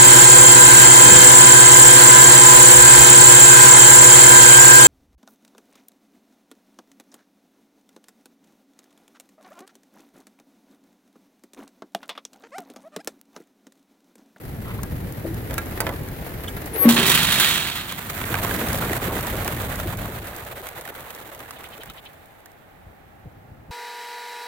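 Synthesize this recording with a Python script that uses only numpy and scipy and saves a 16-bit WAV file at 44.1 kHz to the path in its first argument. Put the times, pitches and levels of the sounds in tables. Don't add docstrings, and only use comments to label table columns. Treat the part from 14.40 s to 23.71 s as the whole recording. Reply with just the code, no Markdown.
import sys
import numpy as np
from scipy import signal
from scipy.fft import rfft, irfft
from scipy.io import wavfile
from scipy.ndimage import uniform_filter1d, map_coordinates

SR = 44100
rng = np.random.default_rng(int(sys.argv[2]) if len(sys.argv) > 2 else 0)


def to_wav(s):
    ch = np.atleast_2d(s).T
    pcm = np.round(np.clip(ch, -1, 1) * 32767)
    wavfile.write(sys.argv[1], SR, pcm.astype(np.int16))


N = 410571
T = np.arange(N) / SR
GRID_HZ = np.maximum(np.fft.rfftfreq(4096, 1 / SR), 1)
CUTOFF_HZ = 15850

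# (time [s], level [dB])
FLOCK_LOUDNESS = [(3.55, -5.5), (4.06, 1.5), (4.45, 0.5), (5.29, -3), (5.76, -7.5), (6.66, -11.5),
                  (7.4, -16), (7.75, -22), (8.8, -31.5)]
FAR_S = (7.6, 8.2)
# (time [s], clank [dB], tick [dB], left-right [dB])
DOOR_SLAMS = [(2.4896, -18.5, -13, 3), (2.5645, -12.5, -36, -8.5), (2.6653, -17, -14, -8),
              (2.6955, -13.5, -11.5, -25), (2.7463, -14, -14, -6.5), (2.829, -24, -18.5, -7),
              (2.872, -22, -36, -11), (2.9214, -18.5, -16, -6.5), (2.998, -14, -12.5, -11),
              (3.0384, -19, -21, -9), (3.0885, -26, -20, -9), (3.2017, -33, -36, -6),
              (3.2471, -35, -54, -11), (3.27, -23.5, -27, -1), (3.3544, -25.5, -27, -5),
              (3.382, -27, -39, 9), (3.493, -28, -32, -6)]
RELEASE_S, ROD_CATCHES_S, ROD_STOP_S = 2.49, 2.564, 3.137
# (frequency [Hz], likeness [-1..1])
NEAR_LIKENESS = [(60, 0.94), (130, 1), (290, 0.94), (640, 0.72), (1400, 0.027), (3100, -0.073),
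                 (15000, -0.15)]


def flock():
    # (level [dB], share of the loudness followed [ratio])
    flock_parts = [(-29, 1.12), (-33.5, 0.9), (-37.5, 1.12)]
    # (frequency [Hz], level [dB])
    flock_colour = [(88, -15), (150, 9.5), (327, -6.5), (421, -5.5), (598, -5), (937, -10), (1590, -8.5),
                    (2040, -10), (2580, -15), (3740, -20.5), (5100, -32), (8310, -27.5), (9900, -26),
                    (14900, -18.5), (15800, -26.5)]
    # (time [s], left-right [dB])
    flock_pan = [(3.55, 0), (3.79, -1), (5.52, -0.5), (5.75, 1), (7.9, 0.5), (8.01, -1), (9.31, -12)]
    airborne_s, push_rise_db_per_s = 4.17, 17
    passed_s = (4.4, 6.5)

    push_db, flap_db, hiss_db = following(FLOCK_LOUDNESS, flock_parts)
    push_db = push_db - push_rise_db_per_s * np.maximum(airborne_s - T, 0)
    near, far = np.interp(T, passed_s, [1, 0]), np.interp(T, FAR_S, [0, 1])

    swish, claps = wingbeats(beat_hz=9.2, stroke_share=.045, spread_db=3.2, clap_share=.9, clap_s=.0018)
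    wash = 0.3 + 3.9 * far
    grain = evened(wash + swish + .5 * claps, window_s=.11)
    noise = stereo(grain, flock_colour, pan_db=-4.0)
    push, flap, hiss = registers(noise, (push_db, flap_db, hiss_db), low_hz=183)

    side_db, = in_time(flock_pan)
    thinned = band(push, 415, 1200)
    wings = from_db(-4.5) * (near * push + (1 - near) * 1.65 * thinned)
    wings = wings + from_db(-3.0) * flap * pan(side_db)
    wings = wings + from_db(1.0) * hiss * pan(0.49 * side_db)

    bursts = puffs(low_hz=360, high_hz=1690, per_s=24, puff_s=0.011)
    wings = wings + bursts * from_db(push_db - 5.0 - 15.0 * far)
    flicks = snaps(per_s=220, spread_db=4.0, low_hz=1410) * from_db(hiss_db - 3.5 - 10.5 * far)
    return (wings + flicks) * during(FLOCK_LOUDNESS, fade_s=0.81) * from_db(-3.0 * far)


def wingbeats(beat_hz, stroke_share, spread_db, clap_share, clap_s, count=30):
    # (time [s], count [birds])
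    near_birds = [(3.4, 0.5), (4.1, 23.5), (5.3, 34), (6.3, 15), (7.4, 16.5), (8.2, 19), (9.3, 24)]
    near, = in_time(near_birds)
    t = T[::20]
    swish, claps = np.zeros(len(t)), np.zeros(N)
    for k in range(count):
        rate_hz, offset = beat_hz * np.exp(.14 * rng.standard_normal()), rng.random()
        beat, phase = np.divmod(rate_hz * t + offset + 0.23 * np.sin(2 * t + k), 1)
        beat = beat.astype(int) % 200
        stroke_chance, clap_chance = rng.standard_normal((2, 200))

        presence = np.clip(near[::20] - k, 0, 1)
        power = from_db(2 * spread_db * np.clip(stroke_chance[beat], -2, 2)) * presence
        swish += power * np.exp(-((phase - stroke_share * 2) / stroke_share) ** 2)

        starts = np.flatnonzero(np.diff(beat)) + 1
        claps_now = rng.random(200)[beat[starts]] < clap_share
        claps[starts * 20] += power[starts] * claps_now * from_db(spread_db * clap_chance[beat[starts]])
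    claps = decaying(claps, clap_s)
    return swish.repeat(20)[:N] / swish.mean(), claps / claps.mean()


def puffs(low_hz, high_hz, per_s, puff_s, count=4):
    out = 0
    for hz in np.geomspace(low_hz, high_hz, count):
        power = contacts(per_s, spread_db=2.0, decay_s=puff_s)
        bursts = np.sqrt(np.abs(power)) * rng.standard_normal(N)
        out = out + rms_one(band(bursts, hz * .78, hz * 1.28)) * (low_hz / hz) ** .3
    return rms_one(out)


def snaps(per_s, spread_db, low_hz):
    at = np.flatnonzero(rng.random(N) < per_s / SR)
    sizes = from_db(spread_db * np.minimum(rng.exponential(1, len(at)), 3.2))
    signs = rng.choice([-1, 1], len(at))
    clicks = np.zeros((2, N))
    clicks[:, at] = sizes * signs * pan(rng.normal(-1, 7, len(at)))
    snap_db = at_hz([(low_hz / 4, -25), (low_hz, 3), (3500, 0), (5200, -8), (9000, -3), (14000, 2),
                     (15800, 2), (17000, -30)])
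    return rms_one(np.array([colour(side, snap_db) for side in clicks]))


def wing_claps(count=60):
    # (time [s], slap [dB], snap [dB])
    timed_claps = [(3.5233, -14.5, -28.5), (3.7, -15, -31), (3.7773, -20, -37), (3.8143, -10, -34),
                   (3.839, -12, -42), (3.8908, -14, -35), (3.9415, -2, -26), (3.9525, -6.5, -30),
                   (3.9881, -11.5, -36), (4.0479, -5.5, -24), (4.11, -7.5, -29), (4.141, -14, -27),
                   (4.213, -9.5, -36), (4.2862, -17, -26.5), (4.3307, -26, -23), (4.4221, -6.5, -45),
                   (4.436, -9.5, -40), (4.496, -11.5, -36), (4.5316, -6, -24.5), (4.6, -17, -46),
                   (4.65, -15, -43), (4.7661, -13, -31), (4.8684, -18, -27), (4.9442, -19, -44),
                   (5.0779, -6.5, -22.5), (5.3103, -15.5, -38), (5.3991, -15.5, -30), (6.2688, -16, -33),
                   (6.288, -21, -32), (6.376, -21, -41), (6.4109, -28, -36), (6.453, -20, -44),
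                   (6.4762, -17, -36), (6.606, -30, -40), (6.7047, -20, -34.5), (6.749, -33, -36),
                   (6.8015, -27, -43), (6.948, -28, -39), (7.004, -21, -39), (7.108, -17, -33),
                   (7.2074, -27, -47), (7.241, -19, -42), (7.379, -24, -43), (7.4341, -21, -37),
                   (7.458, -28, -42), (7.4994, -23, -38), (7.858, -44, -51), (8.0585, -29, -42)]
    # (frequency [Hz], width [Hz], gain [dB])
    clap_quills = [(3480, 890, 2)]
    puff_db, pan_db, ring_s = -6.5, -4, 0.026
    stray_per_s, stray_slap_db, stray_snap_db, stray_spread_db = 6.6, -27, -29, 1.5

    def loudness_db(s):
        return np.interp(s, *np.transpose(FLOCK_LOUDNESS))

    chance = rng.standard_normal((count, 3))
    times = FLOCK_LOUDNESS[0][0] + (np.arange(count) + 1 + 0.36 * chance[:, 0]) / stray_per_s
    levels = loudness_db(times)[:, None] + stray_spread_db * chance[:, 1:]
    levels = levels + [stray_slap_db, stray_snap_db]
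    strays = [(s, slap, snap) for s, (slap, snap) in zip(times, levels) if s < FAR_S[1]]
    rows = [(s, slap, slap + puff_db + loudness_db(s), snap, pan_db, ring_s)
            for s, slap, snap in timed_claps + strays]
    claps = blows(rows, body_db=-20.0, low_db=-17.5, top_db=-3.5, low_ring=1.4, tail_db=10.5,
                  top_pan=0.24, width=0.3, hollow_db=9.5)
    return claps + resonate(claps, clap_quills)


def straggler(stroke_s=0.012, count=7):
    # (frequency [Hz], width [Hz], gain [dB])
    quill_modes = [(2590, 150, 11), (3060, 190, 17.5), (3440, 120, 14), (3760, 110, 15)]
    first_s, period_s = 7.172, .0824
    full_db, full_s, rise_db_per_s = -45, 7.29, 40
    strokes = np.zeros(N)
    for s in first_s + period_s * np.arange(count):
        span = slice(int(s * SR) - SR // 20, int(s * SR) + SR // 20)
        db = full_db - rise_db_per_s * max(full_s - s, 0)
        strokes[span] += from_db(db) * np.exp(-((T[span] - s) / stroke_s) ** 2)
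    whistle = band(resonate(rng.standard_normal((2, N)), quill_modes), 1500, 4100)
    return strokes * rms_one(whistle) * pan(-1.1)


def doors(mode_width_hz=22):
    # (frequency [Hz], level [dB])
    rattle_colour = [(76, -32.5), (130, 3), (194, 0.5), (268, -7), (355, -4.5), (443, -12), (1010, -10),
                     (1920, -7.5), (2080, -7.5), (3650, -6), (5130, -14.5), (7980, -10), (9000, -13.5),
                     (10400, -11.5), (15800, -8.5)]
    # (frequency [Hz], gain [dB])
    door_modes = [(1610, -49), (1916, -41.5), (2315, -46), (2604, -46), (2821, -41), (3133, -43.5),
                  (3235, -36.5), (3488, -54), (3639, -43), (3790, -53.5), (3989, -40.5), (4226, -40.5),
                  (5389, -56), (6810, -51.5), (7041, -50.5), (8177, -47.5), (9152, -56.5), (9566, -50.5),
                  (9986, -41.5), (10374, -54)]
    # (frequency [Hz], likeness [-1..1])
    door_likeness = [(130, 1), (500, 0.96), (1000, 0.52), (2000, 1), (3700, 0.85), (5000, .2), (15000, .05)]
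    slam_thud_db, slam_ring_s = -16.5, 0.17

    grain = evened(.45 + contacts(per_s=480, spread_db=2.2, decay_s=.0022), window_s=.03)
    chatter = rms_one(stereo(grain, rattle_colour, pan_db=-4.5, likeness=door_likeness))
    span = slice(int(RELEASE_S * SR), int((ROD_STOP_S + .5) * SR))
    struck = chatter[:, span]
    ringing = rms_one(resonate(struck, [(hz, mode_width_hz, db) for hz, db in door_modes]))
    broad = resonate(struck, [(3710, 720, -13.5), (8300, 690, -14.0), (10500, 500, -3.5)])
    chatter[:, span] += from_db(-15.5) * ringing + broad
    body, clatter, jingle = registers(chatter, shaking(), low_hz=130)
    rattle = from_db(3.0) * body + from_db(-1.5) * clatter + from_db(0.5) * jingle

    rows = [(s, clank, clank + slam_thud_db, tick, side, slam_ring_s) for s, clank, tick, side in DOOR_SLAMS]
    slams = blows(rows, body_db=-15.0, low_db=-6.0, top_db=-5.5, low_ring=1.0, tail_db=14.5,
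                  top_pan=.2, width=.35)
    slams = slams + resonate(slams, [(3300, 840, 8.0)])
    return rattle * (T >= RELEASE_S) + slams


def shaking():
    clatter_db, jingle_db = -22, -28.5
    coast_db_per_s, settle_db_per_s = 175, 61
    shudder_db, shudder_fall_db_per_s = -28.5, 12.5
    rebound_clatter_db, rebound_jingle_db, rebound_fall_db_per_s = -5.5, -11, 150.5

    rod_db = -settle_db_per_s * np.maximum(T - ROD_STOP_S, 0)
    coasting_db = -coast_db_per_s * np.maximum(T - RELEASE_S, 0) * (T < ROD_CATCHES_S)
    clatter = from_db(rod_db + clatter_db + coasting_db)
    jingle = from_db(rod_db + jingle_db)
    for s, clank_db, tick_db, _ in DOOR_SLAMS:
        rebound = (T >= s) * from_db(-rebound_fall_db_per_s * np.clip(T - s, 0, 2))
        clatter = np.hypot(clatter, rebound * from_db(clank_db + rebound_clatter_db))
        jingle = np.hypot(jingle, rebound * from_db(tick_db + rebound_jingle_db))
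    body_db = shudder_db - shudder_fall_db_per_s * np.abs(T - RELEASE_S) + 0.21 * rod_db
    return body_db, 20 * np.log10(clatter + 1e-12), 20 * np.log10(jingle + 1e-12)


def wall():
    # (time [s], level [dB], half length of the contact [s])
    booms = [(2.4536, -4, 0.0015), (2.4708, -4.5, 0.0035), (2.582, -19, 0.001), (2.631, -19, 0.0037),
             (2.81, -16.5, 0.0072), (2.853, -21.5, 0.0069), (2.952, -16.5, 0.0064)]
    # (frequency [Hz], gain [dB], t60 [s])
    wall_modes = [(129.7, -26.5, 0.33), (160, -18.5, .25), (198, -23, 0.11), (234.5, 1.0, 0.25),
                  (288, -7, 0.086), (320, -19, 0.14), (424, -21, 0.36), (464, -14, 0.082),
                  (570, -15.5, 0.17)]
    force = np.zeros(N)
    for s, db, contact_s in booms:
        touch = np.flatnonzero(np.abs(T - s) < contact_s)
        push = np.exp(-((T[touch] - s) * 4 / contact_s) ** 2)
        force[touch] += from_db(db) * push / push.sum()
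    return band(ring(force, wall_modes), 190, 2000, order=4) * pan(.5)


def lever():
    # (time [s], clank [dB], thud [dB], tick [dB], left-right [dB], ring time [s], part struck)
    knocks = [(0.4323, -31, -30, -24.5, 16, 0.032, "bar"), (0.7236, -51, -52, -33, 10, .02, "bar"),
              (0.9433, -41, -49, -34, 2, .03, "bar"), (1.1087, -25.5, -29, -32, -5, 0.031, "plate"),
              (1.1409, -33, -33, -23, 5, 0.02, "bar"), (1.1808, -14.5, -24.5, -18.5, -3, 0.048, "bar"),
              (1.2596, -44, -50, -33, 3, 0.012, "bar"), (1.4039, -14, -20, -14.5, -4, 0.056, "catch"),
              (1.4172, -28, -34, -34, -9, .04, "catch"), (1.4674, -14, -25, -32, -2, 0.045, "plate"),
              (1.4795, -29, -30, -42, -6, .04, "plate"), (1.4914, -21, -22, -31, -4, 0.035, "plate"),
              (1.687, -36, -48, -34, -4, 0.022, "bar"), (2.0428, -28, -41, -36, -6, 0.04, "plate"),
              (2.0818, -30.5, -48, -29.5, -6, 0.17, "bar"), (2.1722, -34, -35, -39, -7, 0.022, "bar"),
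              (2.2189, -52, -53, -39, 0, .02, "catch"), (2.259, -74, -46, -29, 2, .06, "bar")]
    latch_modes = {"bar": [(1373, -2, .11), (1642, 4, .095), (2062, -14, .14), (2300, -5, .07),
                   (2630, -11, .06), (3795, -9, .06), (4113, -15, .05), (6401, -19, .08)],
                   "catch": [(657, -11, .3), (899, -6, .22), (1071, -2, .14), (1290, 1, .045),
                   (1534, 1, .06), (1950, 0, .035), (2207, -10, .08), (3736, -13, .06), (4680, 0, .05),
                   (5658, -13, .045), (6541, -13, .055)], "plate": [(554, -1, .17), (641, -2, .16),
                   (899, -9, .2), (985, -5, .13), (1350, -2, .035), (1723, -1, .06), (2020, -1, .04),
                   (3200, -6, .04), (3520, -7, .04), (4500, -13, .03)]}
    ring_db, chatter_s, chatter_db = -10, 0.004, -10

    out = blows([row[:-1] for row in knocks], body_db=-15.0, low_db=-8.0, top_db=-6.5, low_ring=5.0,
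                tail_db=10.5, top_pan=0.42, width=0.58)
    t = T[:SR // 3]
    for s, clank_db, _, _, side_db, _, part in knocks:
        chatter = rng.standard_normal((2, len(t))) * np.exp(-t / chatter_s)
        force = (t == 0) + from_db(chatter_db) * chatter / np.linalg.norm(chatter[0])
        metal = attack_one(ring(force, latch_modes[part]))
        start = int(s * SR)
        out[:, start:start + len(t)] += metal * from_db(clank_db + ring_db) * pan(1.4 * side_db)
    return out


def hinges():
    # (start [s], loudest [s], end [s], pitch [Hz], rms waver [Hz], level [dB], left-right [dB])
    tones = [(.838, .855, 0.86, 483, 81, -23, 4), (.843, .850, 1.02, 328.4, 35, -27.5, 4),
             (2.07, 2.083, 2.1, 3190, 260, -30, -3), (2.30, 2.36, 2.42, 440, 20, -32.5, 2),
             (2.328, 2.340, 2.395, 10610, 90, -31, 5), (2.335, 2.430, 2.488, 12252, 33, -14.7, 4.5),
             (2.42, 2.428, 2.445, 9150, 90, -31.5, -1), (2.35, 2.46, 2.62, 1120, 8, -30.5, -5),
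             (2.40, 2.44, 2.50, 494, 50, -26.5, 0), (2.5, 2.61, 2.88, 385, 16, -29.5, 3)]
    behind_plate_db, behind_plate_lag_s = 4, .0003
    out, waver = np.zeros((2, N)), drift(rate_hz=180)
    for k, (start, top, end, hz, waver_hz, db, side_db) in enumerate(tones):
        span = slice(int(start * SR), int(end * SR))
        swell = np.interp(T[span], [start, top, end], [0, 1, 0]) ** 2
        pitch_hz = hz + waver_hz * waver[k * SR // 2:][:len(swell)]
        lag_s = np.array([[0], [behind_plate_lag_s * (side_db > behind_plate_db)]])
        cycles = np.cumsum(pitch_hz) / SR - hz * lag_s
        out[:, span] += from_db(db) * swell * np.sqrt(2) * np.sin(2 * np.pi * cycles) * pan(side_db)
    return out


def pivot():
    # (start [s], loudest [s], end [s], level [dB])
    rubs = [(.225, .295, 0.36, -34.5), (0.377, 0.393, 0.412, -33.5)]
    # (frequency [Hz], width [Hz], gain [dB])
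    rub_modes = [(1080, 200, 9), (1290, 170, 4), (2100, 550, -5), (3080, 530, -1)]
    swell = sum(from_db(db) * np.interp(T, [start, top, end], [0, 1, 0]) ** 2 for start, top, end, db in rubs)
    slips = np.sqrt(.3 + contacts(per_s=320, spread_db=5.0, decay_s=.002)) * rng.standard_normal(N)
    return swell * rms_one(band(resonate(slips, rub_modes), 850, 2800)) * pan(2.1)


def crates():
    # (time [s], level [dB])
    activity = [(0.0, -6), (0.35, -2.5), (0.75, -2.5), (1.38, 3), (1.6, 0), (2.31, 2.5), (2.415, 9.5),
                (2.445, 17), (2.48, 16)]
    # (frequency [Hz], level [dB])
    shuffle_colour = [(120, -35.5), (200, -2), (263, -5), (305, -4), (464, -6.5), (508, -8.5), (760, -16),
                      (1060, -21.5), (1900, -21.5), (2730, -27.5), (3050, -29.5), (5370, -37.5),
                      (8960, -35.5), (11400, -26.5), (15800, -27.5)]
    # (level [dB], share of the activity followed [ratio])
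    shuffle_parts = [(-39.5, 0.74), (-43.5, 1.0), (-50.5, 0.76)]
    levels_db = following(activity, shuffle_parts)
    grain = evened(1.4 + contacts(per_s=77, spread_db=2.5, decay_s=0.0048), window_s=0.37)
    noise = stereo(grain, shuffle_colour, pan_db=1.0)
    noise = noise + resonate(noise, [(1805, 650, -6.0)])
    low, middle, top = registers(noise, levels_db, low_hz=260)
    ticks = snaps(per_s=260, spread_db=4.5, low_hz=1800) * from_db(levels_db[2] - 4)
    scraping = from_db(-1.0) * low + from_db(-2.5) * middle + from_db(4.0) * top + ticks
    return scraping * during(activity, fade_s=0.15)


def air():
    # (time [s], level [dB])
    breeze = [(0.0, -38), (0.15, -33), (1.5, -33.5), (2.1, -36.5), (2.9, -38), (3.5, -46), (6.0, -51.5),
              (7.2, -53.5), (8.1, -61), (9.3, -50)]
    # (time [s], level [dB])
    gust_peaks = [(7.49, -49), (8.48, -46.5), (8.64, -66), (8.87, -41), (9.12, -45), (9.32, -34)]
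    # (frequency [Hz], level [dB])
    road_colour = [(60, -7.5), (140, -4.5), (250, -4.5), (650, -2), (810, 2), (950, -8), (1900, -10.5),
                   (3200, -23), (5000, -30), (9500, -32.5), (12500, -26.5), (15800, -25)]
    gust_s, road_db = 0.023, -54
    gusts = sum(from_db(db) * np.exp(-np.minimum(((T - s) / gust_s) ** 2, 20)) for s, db in gust_peaks)
    wind = rumble(np.hypot(from_db(in_time(breeze)[0]), gusts))
    draught_db = -33 + held(full_s=3.92, until_s=5.6, rise_db_per_s=45.5, fall_db_per_s=32)
    draught = rumble(from_db(draught_db))
    road = rms_one(np.array([colour(side, at_hz(road_colour)) for side in rng.standard_normal((2, N))]))
    return from_left(wind, lag_s=.0004) + draught + from_db(road_db) * road


def rumble(flow, flutter_db=1.0):
    # (frequency [Hz], level [dB])
    buffet_colour = [(13, -39), (22, -9), (59, -1.5), (102, 0.5), (265, -10.5), (447, -20.5), (700, -22.5),
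                     (910, -39), (1540, -120)]
    flutter = from_db(flutter_db * drift(rate_hz=15))
    return from_db(2.5) * flow * rms_one(stereo(flutter, buffet_colour, pan_db=3.0))


def blows(rows, body_db, low_db, top_db, low_ring, tail_db, top_pan, width, hollow_db=None):
    out, t = np.zeros((2, N + SR)), T[:SR // 6]
    for s, mid, low, top, side_db, ring_s in rows:
        start = int(max(s, 0) * SR)
        parts = [(280, 1010, low + low_db, ring_s * low_ring, 0.2, .2),
                 (920, 2460, mid + body_db, ring_s, width, 0.94),
                 (5740, .45 * SR, top + top_db, ring_s * 0.67, 0.56, top_pan)]
        for lo, hi, db, t60, apart, lean in parts:
            centre, side = rng.standard_normal((2, len(t)))
            tail = (centre + apart * side * np.array([[1], [-1]])) * from_db(-60 * t / max(t60, 1e-3))
            hit = band((t == 0) + from_db(tail_db) * tail / np.sqrt(np.sum(tail[0] ** 2)), lo, hi)
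            if hollow_db is not None and hi < CUTOFF_HZ:
                hit = hit + resonate(hit, [(rng.uniform(lo, 0.807 * hi), 170, hollow_db)])
            out[:, start:start + len(t)] += attack_one(hit) * from_db(db) * pan(side_db * lean)
    return out[:, :N]


def stereo(envelope, spectrum, pan_db, likeness=NEAR_LIKENESS):
    # (frequency [Hz], panning that reaches this pitch [ratio])
    shadow = [(400, 0.0034), (700, 0.077), (1300, 1.4), (2400, 0.91), (4400, 1.2), (8100, 1.1),
              (15000, 0.52)]
    alike, db = np.clip(at_hz(likeness), -.98, .98), at_hz(spectrum)
    mid, side = envelope * rng.standard_normal((2, N))
    mid = colour(mid, db + 10 * np.log10(1 + alike))
    side = colour(side, db + 10 * np.log10(1 - alike))
    lean_db = at_hz(shadow) * pan_db / 2
    return np.array([colour(mid + side, lean_db), colour(mid - side, -lean_db)])


def contacts(per_s, spread_db, decay_s):
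    sizes = from_db(2 * spread_db * np.minimum(rng.exponential(1, N), 4))
    power = decaying(sizes * (rng.random(N) < per_s / SR), decay_s)
    return power / power.mean()


def decaying(impulses, decay_s):
    return signal.lfilter([1], [1, -np.exp(-1 / (decay_s * SR))], impulses + 1e-18)


def evened(power, window_s):
    return np.sqrt(power / (np.abs(uniform_filter1d(power, int(window_s * SR))) + 1e-9))


def registers(x, levels_db, low_hz):
    edges_hz = [low_hz, 900, 4500, 19000]
    return [rms_one(band(x, lo, hi, order=4)) * from_db(db)
            for lo, hi, db in zip(edges_hz, edges_hz[1:], levels_db)]


def ring(force, modes):
    out = 0
    for hz, db, t60 in modes:
        r, w = from_db(-60 / (t60 * SR)), 2 * np.pi * hz / SR
        mode = signal.lfilter([0, np.sin(w)], [1, -2 * r * np.cos(w), r * r], force + 1e-18)
        out = out + from_db(db) * mode
    return out


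def resonate(x, modes):
    out = 0
    for hz, width_hz, db in modes:
        r, w = np.exp(-np.pi * width_hz / SR), 2 * np.pi * hz / SR
        b, a = [(1 - r * r) / 2, 0, (r * r - 1) / 2], [1, -2 * r * np.cos(w), r * r]
        out = out + from_db(db) * signal.lfilter(b, a, x + 1e-18)
    return out


def colour(x, db):
    cepstrum = irfft(np.log(from_db(db)))
    half = len(cepstrum) // 2
    folded = np.r_[cepstrum[0], 2 * cepstrum[1:half], np.zeros(half)]
    impulse_response = irfft(np.exp(rfft(folded)))[:half]
    return signal.oaconvolve(x, impulse_response)[:len(x)]


def band(x, low_hz, high_hz, order=2):
    return signal.sosfilt(signal.butter(order, [low_hz, high_hz], "band", fs=SR, output="sos"), x)


def at_hz(points):
    hz, value = np.transpose(points)
    return np.interp(np.log(GRID_HZ), np.log(hz), value)


def in_time(rows):
    s, *columns = np.transpose(rows)
    return [np.interp(T, s, c) for c in columns]


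def following(curve, parts):
    control_db, = in_time(curve)
    return [db + share * control_db for db, share in parts]


def during(rows, fade_s):
    return np.clip(1 + np.minimum(T - rows[0][0], rows[-1][0] - T) / fade_s, 0, 1)


def held(full_s, until_s, rise_db_per_s, fall_db_per_s):
    return -rise_db_per_s * np.maximum(full_s - T, 0) - fall_db_per_s * np.maximum(T - until_s, 0)


def drift(rate_hz):
    knots = rng.standard_normal(4000)
    curve = map_coordinates(knots, [T[::20] * rate_hz * 2], order=2, mode="wrap")
    return rms_one(curve).repeat(20)[:N]


def pan(db):
    gains = from_db(np.array([[.5], [-.5]]) * db)
    return gains / gains.mean(axis=0)


def from_left(x, lag_s):
    return np.array([x[0], np.r_[np.zeros(int(lag_s * SR)), x[1]][:N]])


def attack_one(hit):
    return hit / np.sqrt(np.mean(hit.mean(axis=0)[:SR // 150] ** 2))


def rms_one(x):
    return x / np.sqrt(np.mean(np.atleast_2d(x).mean(axis=0) ** 2) + 1e-20)


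def from_db(db):
    return 10 ** (np.asarray(db) / 20)


def scene():
    released = flock() + straggler() + wing_claps()
    trailer = lever() + wall() + doors()
    inside = from_left(crates() + pivot(), lag_s=.0002)
    return from_left(released + trailer, lag_s=.00007) + hinges() + inside + air()


def record(dry):
    # (frequency [Hz], left-right [dB])
    ports = [(900, 0.5), (1700, -3.5), (3000, -0.5), (4300, 1), (5300, 5), (6500, -1.5), (8000, -7.5),
             (9300, 0), (11000, 3.5), (12000, 7.5), (13500, -1.5), (15500, 0.5)]
    lean_db = at_hz(ports) * np.array([[.5], [-.5]])
    lean_db = lean_db - 10 * np.log10(np.mean(from_db(lean_db) ** 2, axis=0))
    heard = np.array([colour(side, db) for side, db in zip(dry, lean_db)])
    top_cut = signal.ellip(12, .1, 80, CUTOFF_HZ, fs=SR, output="sos")
    return signal.sosfilt(top_cut, np.clip(heard, -1, 1))


dry = scene()
out = record(dry)
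to_wav(out)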